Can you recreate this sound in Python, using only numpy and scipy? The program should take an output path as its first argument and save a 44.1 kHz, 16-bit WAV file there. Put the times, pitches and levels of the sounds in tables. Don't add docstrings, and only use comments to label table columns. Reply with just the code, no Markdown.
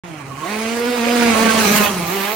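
import sys
import numpy as np
from scipy import signal
from scipy.io import wavfile
from scipy.ndimage import uniform_filter1d, minimum_filter1d

SR = 44100
rng = np.random.default_rng(int(sys.argv[2]) if len(sys.argv) > 2 else 0)


def wrap_up_sound(samples):
    columns = np.atleast_2d(samples).T
    tamed = np.clip(columns, -1, 1)
    steps = np.round(tamed * 32767).astype(np.int16)
    wavfile.write(sys.argv[1], SR, steps)


N = 104031
T = np.arange(N) / SR

# frequency in Hz, correlation from -1 to 1.
LIKENESS = [(200,0.75),(400,0.65),(800,-0.03),(2400,0.35),(9000,-0.24),(13000,0.07)]


def from_db(db):
    return 10 ** (np.asarray(db) / 20)


def rms_one(x):
    return x / np.sqrt(np.mean(x ** 2) + 1e-20)


def in_time(rows):
    seconds, *columns = np.transpose(rows)
    return [np.interp(T, seconds, column) for column in columns]


def at_hz(points, hz):
    f, value = np.transpose(points)
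    return np.interp(np.log(hz), np.log(f), value)


def drift(rate_hz):
    step = 40
    r = np.exp(-2 * np.pi * rate_hz * step / SR)
    white = rng.standard_normal(N // step + 2002)
    slow = signal.lfilter([1], [1, -2 * r, r * r], white)[2000:]
    return np.interp(np.arange(N) / step, np.arange(len(slow)), rms_one(slow))


def sides(hz):
    # frequency in Hz, left minus right in dB.
    balance = [(100,0.5),(450,-2.5),(740,-9),(2200,-10),(3330,-7.5),(5500,-0.3)]
    ratio = from_db(at_hz(balance, np.atleast_1d(hz)))
    return np.array([2 * ratio, 2 + 0 * ratio]) / (1 + ratio)


def noise(colour, flicker_db, count):
    edges = np.geomspace(colour[0][0], min(colour[-1][0], .45 * SR), count + 1)
    white = rng.standard_normal((2, 2, N))
    out = 0
    for k, (low, high) in enumerate(zip(edges, edges[1:])):
        band = signal.butter(3, [low, high], "band", fs=SR, output="sos")
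        mid, side = signal.sosfilt(band, white[k % 2])
        hz = np.sqrt(low * high)
        alike = np.clip(at_hz(LIKENESS, hz), -.95, .99)
        pair = np.sqrt(1 + alike) * mid + np.sqrt(1 - alike) * side * [[1], [-1]]
        gain = from_db(at_hz(colour, hz) + flicker_db * drift(10.8))
        out = out + gain * sides(hz) * pair
    return out / np.std(out.mean(0))


def wind():
    # time in seconds, level in dB.
    gusts = [(0.04,-73),(0.63,-49.5),(1.23,-53.5),(1.29,-38.5),(1.56,-41),(1.85,-39.5),(2.3,-58)]
    # frequency in Hz, relative density in dB per Hz.
    colour = [(55,1.5),(80,8.2),(125,6.4)]
    level_db, = in_time(gusts)
    return from_db(level_db) * noise(colour, flicker_db=2.5, count=4)


def buildings(x):
    # delay in seconds, left gain in dB, right gain in dB.
    echoes = [(0.095,-16,-9.5),(0.162,-12,-14.5)]
    band = signal.butter(1, [353, 1470], "band", fs=SR, output="sos")
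    dull = signal.sosfilt(band, x.mean(0))
    out = 0
    for delay, left_db, right_db in echoes:
        late = np.interp(T - delay, T, dull, left=0)
        out = out + from_db([[left_db], [right_db]]) * late
    return out


def tyres():
    # start in seconds, length in seconds, start pitch in Hz, end pitch in Hz, level in dB.
    squeals = [(0.307,0.052,1099,1100,-34.5),(0.367,0.136,1080,1120,-33.5),(1.807,0.062,2545,2590,-22.5)]
    waver = 0.02
    out = 0
    for start, length, start_hz, end_hz, db in squeals:
        along = np.clip((T - start) / length, 0, 1)
        hz = (start_hz + (end_hz - start_hz) * along) * (1 + waver * drift(95.4))
        swell = np.abs(np.sin(np.pi * along)) ** 0.35
        level = from_db(db + 3.8 * drift(45))
        tone = np.sqrt(2) * np.sin(2 * np.pi * np.cumsum(hz) / SR)
        out = out + swell * level * sides(start_hz) * tone
    return out


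def rasp(cycles, bend, bark_db, rasp_db):
    # frequency in Hz, relative density in dB per Hz.
    bark_colour, clatter_colour, hiss_colour = [(240,-2),(520,2),(800,0),(1100,-3),(1700,-3.5),(2500,0),(3200,-10)], [(3000,-15),(4000,-0.5),(5000,-3.5),(6300,-0.5),(7700,-5),(10200,-2)], [(10000,-10),(12400,0),(16000,0)]
    # time in seconds, level in dB.
    hiss_level = [(0.04,-65),(0.38,-57),(0.46,-47),(1.02,-42),(1.66,-32),(1.75,-25),(1.87,-30),(1.91,-39),(2.06,-41),(2.08,-32),(2.36,-33)]
    bark_trim_db, clatter_trim_db, bend_roar_db = -4, -1, 4
    puff_depth, puff_decay_cycles, treble_share = 1.3, .3, .5
    puff = puff_depth * np.exp(-(cycles % 1) / puff_decay_cycles)
    bark_gain = from_db(bark_db + bark_trim_db + bend_roar_db * bend)
    bark = bark_gain * noise(bark_colour, flicker_db=3.53, count=12)
    clatter = from_db(rasp_db + clatter_trim_db) * noise(clatter_colour, flicker_db=1.58, count=10)
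    hiss = from_db(in_time(hiss_level)[0]) * noise(hiss_colour, flicker_db=2.5, count=5)
    return rms_one(1 + puff) * bark + rms_one(1 + treble_share * puff) * clatter + hiss


def crackle(cycles):
    # frequency in Hz, relative strike in dB.
    modes = [(2150,1.5),(2750,-2),(4400,-9)]
    # time in seconds, level in dB.
    level = [(0.3,-53),(0.96,-41),(1.05,-28.5),(1.6,-26),(2.0,-46),(2.26,-30),(2.36,-32)]
    spread_db, t60_s = 1.8, .002
    firings = np.flatnonzero(np.diff(np.floor(cycles)))
    force_db = spread_db * np.clip(rng.standard_normal(len(firings)), -2, 2)
    r = from_db(-60 / (t60_s * SR))
    out = 0
    for hz, db in modes:
        clicks = np.zeros((2, N))
        clicks[:, firings] = from_db(db + force_db) * rng.standard_normal((len(firings), 2)).T
        w = 2 * np.pi * hz / SR
        resonator = [1, 0, -1, 1, -2 * r * np.cos(w), r * r]
        ring = signal.sosfilt([resonator, resonator], clicks + 1e-18)
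        out = out + sides(hz) * ring
    return from_db(in_time(level)[0]) * rms_one(out)


def exhaust(hz, cycles, bend, coasting, bark_db, count=22):
    # time in seconds, first order in dB, second order in dB.
    boom = [(0.04,-36.5,-40.5),(0.29,-39.5,-43),(0.4,-36.5,-40),(0.46,-42,-33),(0.5,-28.5,-33.5),(0.75,-24,-28),(0.81,-31,-21),(0.9,-18.5,-23),(0.94,-36,-22),(0.99,-22,-23.5),(1.05,-20.5,-28),(1.1,-20.5,-19),(1.28,-13,-23),(1.36,-21,-27.5),(1.45,-14,-20.5),(1.62,-24,-24),(1.66,-16.5,-18),(1.76,-21,-37),(1.81,-15.5,-21),(1.86,-28,-41),(1.92,-29,-26),(2.03,-25,-34.5),(2.09,-31.5,-31.5),(2.16,-31,-23),(2.21,-27,-31),(2.36,-41,-32.5)]
    # frequency in Hz, gain on the bark level in dB.
    pipe_colour = [(600,-10),(690,-5.5),(1200,-12.5),(2300,-15),(4500,-22)]
    # time in seconds, level in dB.
    honk_level = [(1.2,-50),(1.35,-25.5),(1.6,-24),(1.66,-30),(1.84,-26),(1.95,-40),(2.26,-34.5)]
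    airbox_hz, airbox_width_hz = 1166, 274
    coasting_db, fade_db, fade_hz = -9, 3.0, 12
    jitter_cycles, chop_db, warble_cycles, upper_ragged = .012, 3.0, .09, .5
    boom_db = in_time(boom)
    honk = from_db(in_time(honk_level)[0])
    turn = 2 * np.pi * (cycles + jitter_cycles * drift(79))
    out = 0
    for k in range(1, count + 1):
        order_hz = k * hz
        if k <= 2:
            gain = from_db(boom_db[k - 1])
        else:
            pipe_db = bark_db + coasting_db * coasting + at_hz(pipe_colour, order_hz)
            pipe = from_db(pipe_db + fade_db * drift(fade_hz))
            detune = 2 * (order_hz - airbox_hz) / airbox_width_hz
            gain = np.hypot(pipe, honk / (1 + detune ** 2))
        ragged = bend + coasting + upper_ragged * min(k / 4, 1)
        chop = from_db(chop_db * ragged * drift(34.0))
        warble = 2 * np.pi * warble_cycles * ragged * drift(22)
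        spread = np.sqrt(np.clip(1 - at_hz(LIKENESS, k * hz.mean()), 0, 1))
        wander = 0.66 * spread * np.array([drift(8.7), drift(7.4)])
        phase = rng.uniform(0, 2 * np.pi) + warble + wander
        out = out + gain * chop * sides(order_hz) * np.sqrt(2) * np.sin(k * turn + phase)
    return out


def scene():
    # time in seconds, rate in Hz.
    revs = [(0.04,177.9),(0.26,132.3),(0.38,139),(0.45,169.4),(0.5,207.3),(0.6,219.6),(0.74,233.7),(0.93,245.7),(1.02,231.9),(1.13,240.8),(1.22,237.6),(1.29,230.5),(1.36,218.1),(1.44,227.8),(1.5,222.1),(1.58,224.8),(1.68,201.1),(1.77,211.3),(1.87,204.2),(2.0,173.1),(2.08,166.9),(2.15,198.7),(2.21,192.2),(2.36,223.4)]
    # time in seconds, bark in dB, rasp in dB.
    levels = [(0.04,-37.5,-51),(0.36,-37,-47.5),(0.46,-28.5,-38.5),(0.66,-29,-34.5),(0.97,-25,-36),(1.25,-21.5,-28.5),(1.5,-19,-24.5),(1.66,-23.5,-23.5),(1.77,-21,-20.5),(1.86,-20.5,-29.5),(1.905,-31,-31.5),(2.06,-26.5,-34.5),(2.27,-25.5,-32.5),(2.36,-29.5,-36.5)]
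    rev_wobble, firing_spread_db = .003, 1.0
    bend_s, bend_width_s = 1.657, 0.32
    even_hz, ragged_hz = 200, 150
    hz = in_time(revs)[0] * (1 + rev_wobble * drift(15.75))
    cycles = np.cumsum(hz) / SR
    bend = np.exp(-((T - bend_s) / bend_width_s) ** 2)
    coasting = np.interp(hz, [ragged_hz, even_hz], [1, 0])
    strength = from_db(firing_spread_db * drift(42))
    bark_db, rasp_db = in_time(levels)
    kart = exhaust(hz, cycles, bend, coasting, bark_db)
    kart = kart + strength * rasp(cycles, bend, bark_db, rasp_db)
    kart = kart + crackle(cycles) + tyres()
    return kart + buildings(kart) + wind()


def record(dry):
    start_s, cutoff_hz = .036, 15900
    ceiling, limiter_s = .9, .008
    lowpass = signal.ellip(12, .1, 90, cutoff_hz, fs=SR, output="sos")
    x = signal.sosfilt(lowpass, dry * (T > start_s))
    size = int(limiter_s * SR)
    room = ceiling / np.maximum(np.abs(x).max(0), ceiling)
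    return x * uniform_filter1d(minimum_filter1d(room, 2 * size), size)


dry = scene()
out = record(dry)
wrap_up_sound(out)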